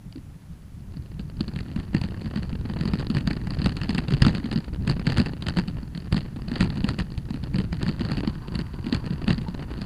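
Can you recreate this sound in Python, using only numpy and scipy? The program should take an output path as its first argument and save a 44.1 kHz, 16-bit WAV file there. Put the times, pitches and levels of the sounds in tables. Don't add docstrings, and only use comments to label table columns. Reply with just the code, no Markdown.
import sys
import numpy as np
from scipy import signal
from scipy.fft import rfft, irfft
from scipy.io import wavfile
from scipy.ndimage import uniform_filter1d

SR = 44100
rng = np.random.default_rng(int(sys.argv[2]) if len(sys.argv) > 2 else 0)


def generate_wav(signal):
    frames = np.transpose(np.atleast_2d(signal))
    scaled = np.clip(frames, -1, 1) * 32767
    pcm = np.round(scaled).astype(np.int16)
    wavfile.write(sys.argv[1], SR, pcm)


N = 434385
TIME = np.arange(N) / SR

# f/Hz, relative level/dB
AIR_SPECTRUM = [(200, -12.5), (500, -2), (1000, -4), (2000, -8.5), (4000, -13.5), (7000, -16), (10000, -19),
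                (15000, -20)]
# f/Hz, width/Hz, relative level/dB
BRAKE_MODES = [(985, 240, 2), (1500, 140, -4), (2880, 330, -19), (4640, 120, -8)]
# t/s, level/dB
BRAKE_LEVELS = [(0, -93), (7.2, -78), (7.8, -73), (8.3, -55.5), (8.75, -53), (9.4, -56.5), (9.85, -58.5)]
# f/Hz, relative level/dB
RUMBLE_SPECTRUM = [(18, -2.5), (30, 1.5), (60, 7), (100, 3.5), (160, 4), (230, -6), (320, -12.5),
                   (500, -29.5), (1000, -38.5)]
# t/s, rumble level/dB, grit level/dB
GROUND_LEVELS = [(0.0, -44, -67.5), (0.85, -40, -57.5), (1.62, -34, -55), (2.6, -31, -50),
                 (2.96, -30.5, -47.5), (3.59, -30.5, -49.5), (4.39, -34.5, -50.5), (4.61, -40.5, -52.5),
                 (4.83, -28.5, -54), (5.05, -29.5, -46), (5.43, -34.5, -51), (5.76, -31.5, -54.5),
                 (5.98, -38, -58), (6.45, -33, -54), (6.67, -29.5, -41.5), (6.8, -31, -48.5),
                 (7.05, -35, -54.5), (7.27, -34.5, -56.5), (7.57, -32, -55.5), (8.07, -31, -44),
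                 (8.36, -32.5, -48.5), (8.78, -34.5, -53), (9.13, -32, -47.5), (9.85, -34, -50.5)]
# t/s, relative level/dB
STONY_LEVELS = [(0.7, -12.5), (1.5, -3), (2.8, -2)]
# t/s, f/Hz, level/dB
FRAME_CLUNKS = [(0.1566, 277, -29.5), (0.1725, 282, -30), (0.184, 168, -37)]
# f/Hz, width/Hz, relative level/dB
CASE_MODES = [(520, 217, 3), (877, 273, 6.5), (1380, 540, 5.5), (1825, 258, 9), (2787, 670, 4),
              (3150, 850, -9.5), (4204, 1600, 0), (4588, 510, 9)]
# f/Hz, width/Hz, relative level/dB
CASE_OVERTONES = [(6400, 2000, -18), (8840, 1850, -17), (11300, 720, -26)]
# t/s, clack level/dB, thump level/dB,
# wait until the mount drops back/s, rebound level relative to the first blow/dB
STONE_JOLTS = [(0.1256, -44, -58, 0.034, -1.5), (0.9697, -45, -24.5, 0.021, -21),
               (1.195, -38.5, -20.5, 0.014, -21), (1.4075, -25, -14, 0.054, -32),
               (1.4803, -35, -22, 0.039, -20), (1.5611, -34.5, -21.5, 0.028, 2),
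               (1.7615, -36, -18.5, 0.038, -4), (1.9472, -25, -8.5, 0.019, -6.5),
               (2.0147, -30.5, -15.5, 0.023, -1), (2.214, -42, -28.5, 0.02, -15),
               (2.2586, -38.5, -22, 0.05, -10), (2.3598, -32.5, -16, 0.015, -2),
               (2.4306, -34.5, -25, 0.017, -26), (2.698, -33.0, -18.5, 0.015, -15),
               (2.8103, -30, -12.5, 0.014, -33), (2.8546, -30.5, -14.0, 0.022, -1.5),
               (2.9356, -27.5, -9.5, 0.02, -18), (2.995, -35.5, -22, 0.0081, 2.0),
               (3.1011, -30.5, -12, 0.013, -14), (3.1484, -31, -15, 0.02, 4.5),
               (3.2742, -24, -12, 0.036, -3), (3.471, -33, -22, 0.035, 3), (3.5465, -37, -25, 0.042, 0),
               (3.6179, -29.5, -16, 0.026, 0.5), (3.66, -21, -10.0, 0.034, -10),
               (3.7681, -30.0, -23, 0.034, -12), (3.8152, -28, -17.5, 0.019, -1),
               (3.893, -26, -14, 0.013, -4), (3.948, -29, -14, 0.0054, -21),
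               (3.9815, -22.5, -14, 0.0066, -15), (4.0832, -31.5, -17.5, 0.024, 1),
               (4.1223, -30.5, -13.5, 0.015, 4), (4.2205, -16, -3.5, 0.029, -3.5),
               (4.2655, -23, -8, 0.017, -1.5), (4.3497, -28.5, -14, 0.031, -6),
               (4.4424, -38, -18, 0.018, -1.0), (4.514, -30, -20, 0.014, 0.5),
               (4.5591, -31, -11, 0.017, -0.5), (4.8765, -27, -13.0, 0.021, 3.5),
               (5.0686, -22, -9.5, 0.032, -6), (5.1212, -26, -21, 0.05, 0), (5.1817, -23, -9.0, 0.018, 0.5),
               (5.2599, -28.5, -19, 0.013, -18), (5.4237, -30.5, -23, 0.035, -32),
               (5.467, -28, -22.5, 0.018, 5.5), (5.57, -25.5, -13, 0.017, 3),
               (5.6821, -33.5, -23, 0.017, -26), (5.9496, -37.5, -23.5, 0.026, 1.5),
               (6.1252, -25, -9, 0.019, -3.5), (6.1669, -27.5, -15, 0.011, -4),
               (6.4843, -35, -17.5, 0.032, 2), (6.557, -30, -34, 0.025, -9), (6.6073, -20, -8, 0.02, -5),
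               (6.7021, -33.5, -25, 0.029, -12), (6.7571, -40.5, -20, 0.021, 2),
               (6.843, -26.5, -9.5, 0.082, -23), (6.8889, -22.5, -14, 0.01, -14),
               (6.9892, -27.5, -17, 0.01, 2), (7.1775, -35.5, -18.5, 0.0083, -26),
               (7.306, -36, -18.5, 0.036, 0.5), (7.438, -36.5, -30, 0.015, -25),
               (7.5432, -33, -16, 0.015, 1.5), (7.5852, -29.5, -11.5, 0.016, -3.5),
               (7.7281, -30.5, -17.5, 0.041, -12), (7.8293, -29, -15.5, 0.035, -1),
               (7.8816, -30, -14.5, 0.0089, 1), (8.0093, -30.5, -17, 0.041, -0.5),
               (8.1169, -27, -11, 0.016, -9), (8.171, -31, -19, 0.01, -3), (8.2747, -27.5, -12, 0.056, -18),
               (8.5545, -30, -15.5, 0.036, 0.5), (8.8664, -34.5, -16, 0.0089, -25),
               (8.926, -23, -11, 0.021, -3.5), (9.1062, -39, -14, 0.028, -3.5),
               (9.28, -22.5, -8.5, 0.025, 0.5), (9.3801, -33.5, -17.5, 0.036, -7),
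               (9.4846, -41, -14.5, 0.025, -16), (9.816, -33.5, -24, 0.01, -19)]

AIR_DB = -61
WHINE_HZ, WHINE_DB = 10500, -76
CUTOFF_HZ = 15300
WALL_CUT_HZ = 5180
MOUNT_HZ, MOUNT_RISE_S = 174.5, 0.0039
SMALL_CLACK_DB, SMALL_THUMP_DB, SMALL_SPREAD_DB = 11, 11, 1.5
SETTLE_WAIT, SETTLE_DB = 0.6, -7.5
REBOUND_THUMP_DB = -1


def from_db(db):
    return 10 ** (np.asarray(db) / 20)


def rms_one(x):
    return x / np.sqrt(np.mean(x ** 2) + 1e-20)


def in_time(rows):
    s, *columns = np.transpose(rows)
    return [np.interp(TIME, s, column) for column in columns]


def add(out, s, sound):
    i = int(np.clip(round(s * SR), 0, N - 1))
    out[i:i + len(sound)] += sound[:N - i]


def noise(spectrum):
    hz, db = np.transpose(spectrum)
    log_f = np.log(np.fft.rfftfreq(N, 1 / SR) + 1)
    gain = from_db(np.interp(log_f, np.log(hz), db))
    gain = gain / (1 + (np.exp(log_f) / hz[-1] / 2) ** 4)
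    return rms_one(irfft(rfft(rng.standard_normal(N)) * gain, N))


def drift(per_s):
    knots = rng.standard_normal(4096)
    return rms_one(np.interp(TIME * per_s, np.arange(len(knots)), knots))


def low_pass(x, hz):
    return signal.sosfilt(signal.butter(1, hz, fs=SR, output="sos"), x)


def resonate(x, hz, width_hz):
    r = np.exp(-np.pi * width_hz / SR)
    feedback = [1, -2 * r * np.cos(2 * np.pi * hz / SR), r * r]
    return signal.lfilter([(1 - r * r) / 2, 0, (r * r - 1) / 2], feedback, x + 1e-18)


def swell(t, before_s, after_s):
    return np.exp(np.minimum(t / before_s, -t / after_s))


def swing(hz, rise_s):
    t = np.arange(3000) / SR
    return np.sin(2 * np.pi * hz * t) * t / rise_s * np.exp(1 - t / rise_s)


def modes(force, table, uneven_db):
    gains = from_db(uneven_db * rng.standard_normal((len(table), *force.shape[:-1], 1)))
    total = 0
    for k, (hz, width_hz, db) in enumerate(table):
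        total = total + (-1) ** k * from_db(db) * gains[k] * resonate(force, hz, width_hz)
    return total


def case(force, uneven_db=0):
    wall = signal.cheby1(8, 0.5, WALL_CUT_HZ, fs=SR, output="sos")
    main = signal.sosfilt(wall, modes(force, CASE_MODES, uneven_db))
    return main + modes(force, CASE_OVERTONES, uneven_db)


def contacts(per_s, spread_db):
    born = rng.random(N) < per_s / SR
    size_db = spread_db * np.minimum(rng.exponential(1, N), 2.5)
    return born * from_db(size_db) * rng.choice([-1, 1], N)


def scrapes(hits, press_s, slip_s):
    t = np.arange(-400, 401) / SR
    power = signal.fftconvolve(hits ** 2, swell(t, press_s, slip_s) ** 2, "same")
    return np.sqrt(np.abs(power)) * rng.standard_normal(N)


def air():
    return from_db(AIR_DB) * noise(AIR_SPECTRUM)


def brake_rub():
    total = 0
    for hz, width_hz, db in BRAKE_MODES:
        stirred = resonate(rng.standard_normal(N), hz, width_hz)
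        total = total + from_db(db) * resonate(stirred, hz, 2 * width_hz)
    return rms_one(total)


def squeak(s, hz, width_hz, db, length_s):
    tone = resonate(resonate(rng.standard_normal(N), hz, width_hz), hz, width_hz)
    return from_db(db) * np.exp(-((TIME - s) / length_s) ** 2) * rms_one(tone)


def braking():
    brake_db, = in_time(BRAKE_LEVELS)
    flutter_db = 2.1 * drift(25)
    rub = from_db(brake_db + flutter_db) * brake_rub()
    return rub + squeak(s=9.475, hz=917, width_hz=90, db=-44, length_s=0.016)


def shaking(blows, before_s, after_s):
    t = np.arange(-3000, 6000) / SR
    power = np.zeros(N)
    for s, clack_db, _ in blows:
        add(power, s + t[0], (from_db(clack_db) * swell(t, before_s, after_s)) ** 2)
    return np.sqrt(power)


def tyre_rumble(rumble_db, jolts):
    lumps_db = 1.8 * drift(30)
    sway = from_db(-5.5) * shaking(jolts, before_s=0.0087, after_s=0.051)
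    return np.hypot(from_db(rumble_db + 0.26 + lumps_db), sway) * noise(RUMBLE_SPECTRUM)


def crunch(per_s, spread_db, dull_hz):
    clumped_per_s = per_s * from_db(6.8 * drift(70))
    return rms_one(low_pass(case(contacts(clumped_per_s, spread_db)), dull_hz))


def chatter(per_s, spread_db, soft_db, bounce_db):
    hard, soft = contacts(per_s, spread_db), contacts(per_s, spread_db)
    scuffs = from_db(soft_db) * low_pass(scrapes(soft, press_s=0.00058, slip_s=0.0036), hz=1080)
    ticks = rms_one(case(scrapes(hard, press_s=0.00061, slip_s=0.00048) + scuffs))
    bounce = resonate(resonate(hard + soft, hz=203, width_hz=158), hz=215, width_hz=265)
    return ticks + from_db(bounce_db) * rms_one(bounce)


def clunks(rise_s):
    out = np.zeros(N)
    for s, hz, db in FRAME_CLUNKS:
        add(out, s, from_db(db) * swing(hz, rise_s))
    return out


def small_stones(count):
    s = (np.arange(count) + rng.random(count)) * TIME[-1] / count
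    ground_s, rumble_db, grit_db = np.transpose(GROUND_LEVELS)
    size_db = np.interp(s, *np.transpose(STONY_LEVELS)) + SMALL_SPREAD_DB * rng.standard_normal(count)
    clack_db = np.interp(s, ground_s, grit_db) + SMALL_CLACK_DB + size_db
    thump_db = np.interp(s, ground_s, rumble_db) + SMALL_THUMP_DB + size_db
    return np.column_stack([s, clack_db, thump_db])


def rebounds(jitter):
    blows = []
    chances = rng.standard_normal(len(STONE_JOLTS))
    for (s, clack_db, thump_db, wait_s, rebound_db), late in zip(STONE_JOLTS, chances):
        last_s = wait_s * (1 + SETTLE_WAIT * np.exp(jitter * late))
        blows.append((s, clack_db, thump_db))
        for after_s, db in (wait_s, rebound_db), (last_s, rebound_db + SETTLE_DB):
            blows.append((s + after_s, clack_db + db, thump_db + db + REBOUND_THUMP_DB))
    return np.array(blows)


def thumps(blows, pitch_spread, lead_s, rock_hz, rock_db, rock_rise_s):
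    out = np.zeros(N)
    for (s, _, thump_db), chance in zip(blows, rng.standard_normal((len(blows), 3))):
        bounce = swing(MOUNT_HZ * np.exp(pitch_spread * chance[0]), MOUNT_RISE_S)
        rock = swing(rock_hz * np.exp(pitch_spread * chance[2]), rock_rise_s)
        rock = from_db(rock_db) * chance[1] * rock
        add(out, s - lead_s, from_db(thump_db) * (bounce + rock))
    return out


def clacks(blows, press_s, contact_s, crack_db, grind_s, settle_s, settle_db, dull_hz, thin_hz, looseness):
    t = np.arange(-600, 1500) / SR
    shape = (len(blows), len(t))
    crack = from_db(crack_db) * (t == 0)
    contact = rng.standard_normal(shape) * swell(t, press_s, contact_s) + crack
    contact = contact - low_pass(contact, thin_hz)
    ground_s, _, grit_db = np.transpose(GROUND_LEVELS)
    rough_db = np.interp(blows[:, :1], ground_s, grit_db - grit_db.mean())
    buzz_gain = from_db(settle_db + looseness * rough_db)
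    buzz = rng.standard_normal(shape) * buzz_gain * swell(t, grind_s, settle_s)
    sounds = case(contact + low_pass(buzz, dull_hz), uneven_db=1.8)
    peaks = np.sqrt(uniform_filter1d(sounds ** 2, size=66, axis=1).max(axis=1))
    out = np.zeros(N)
    for (s, clack_db, _), sound, peak in zip(blows, sounds, peaks):
        add(out, s + t[0], from_db(clack_db) * sound / peak)
    return out


def scene():
    rumble_db, grit_db = in_time(GROUND_LEVELS)
    stony_db, = in_time(STONY_LEVELS)
    jolts = rebounds(jitter=0.27)
    blows = np.vstack([jolts, small_stones(count=70)])

    rumble = tyre_rumble(rumble_db, jolts)
    rolling = from_db(grit_db + stony_db)
    grit = from_db(-6) * rolling * crunch(per_s=1200, spread_db=8.5, dull_hz=890)
    shake = from_db(stony_db) * shaking(jolts, before_s=0.0084, after_s=0.025)
    rattle = from_db(-13) * shake * chatter(per_s=130, spread_db=4.0, soft_db=-5.0, bounce_db=6.5)
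    pebbles = from_db(1.0) * rolling * chatter(per_s=48, spread_db=6.5, soft_db=1.5, bounce_db=10.0)

    mount = from_db(-2) * thumps(blows, pitch_spread=0.16, lead_s=0.00081,
                                 rock_hz=304, rock_db=-16, rock_rise_s=0.0043)
    case_clacks = clacks(blows, press_s=0.00093, contact_s=0.0015, crack_db=12.0,
                         grind_s=0.0032, settle_s=0.01, settle_db=-12.5,
                         dull_hz=1330, thin_hz=800, looseness=0.4)
    knocks = case_clacks + mount + clunks(rise_s=0.004)
    return (air() + braking() + rumble + grit + rattle + pebbles + knocks)[None]


def record(dry):
    whine = from_db(WHINE_DB) * np.sqrt(2) * np.sin(2 * np.pi * WHINE_HZ * TIME)
    top_cut = signal.ellip(10, 0.2, 80, CUTOFF_HZ, fs=SR, output="sos")
    return signal.sosfilt(top_cut, dry + whine)


dry = scene()
out = record(dry)
generate_wav(out)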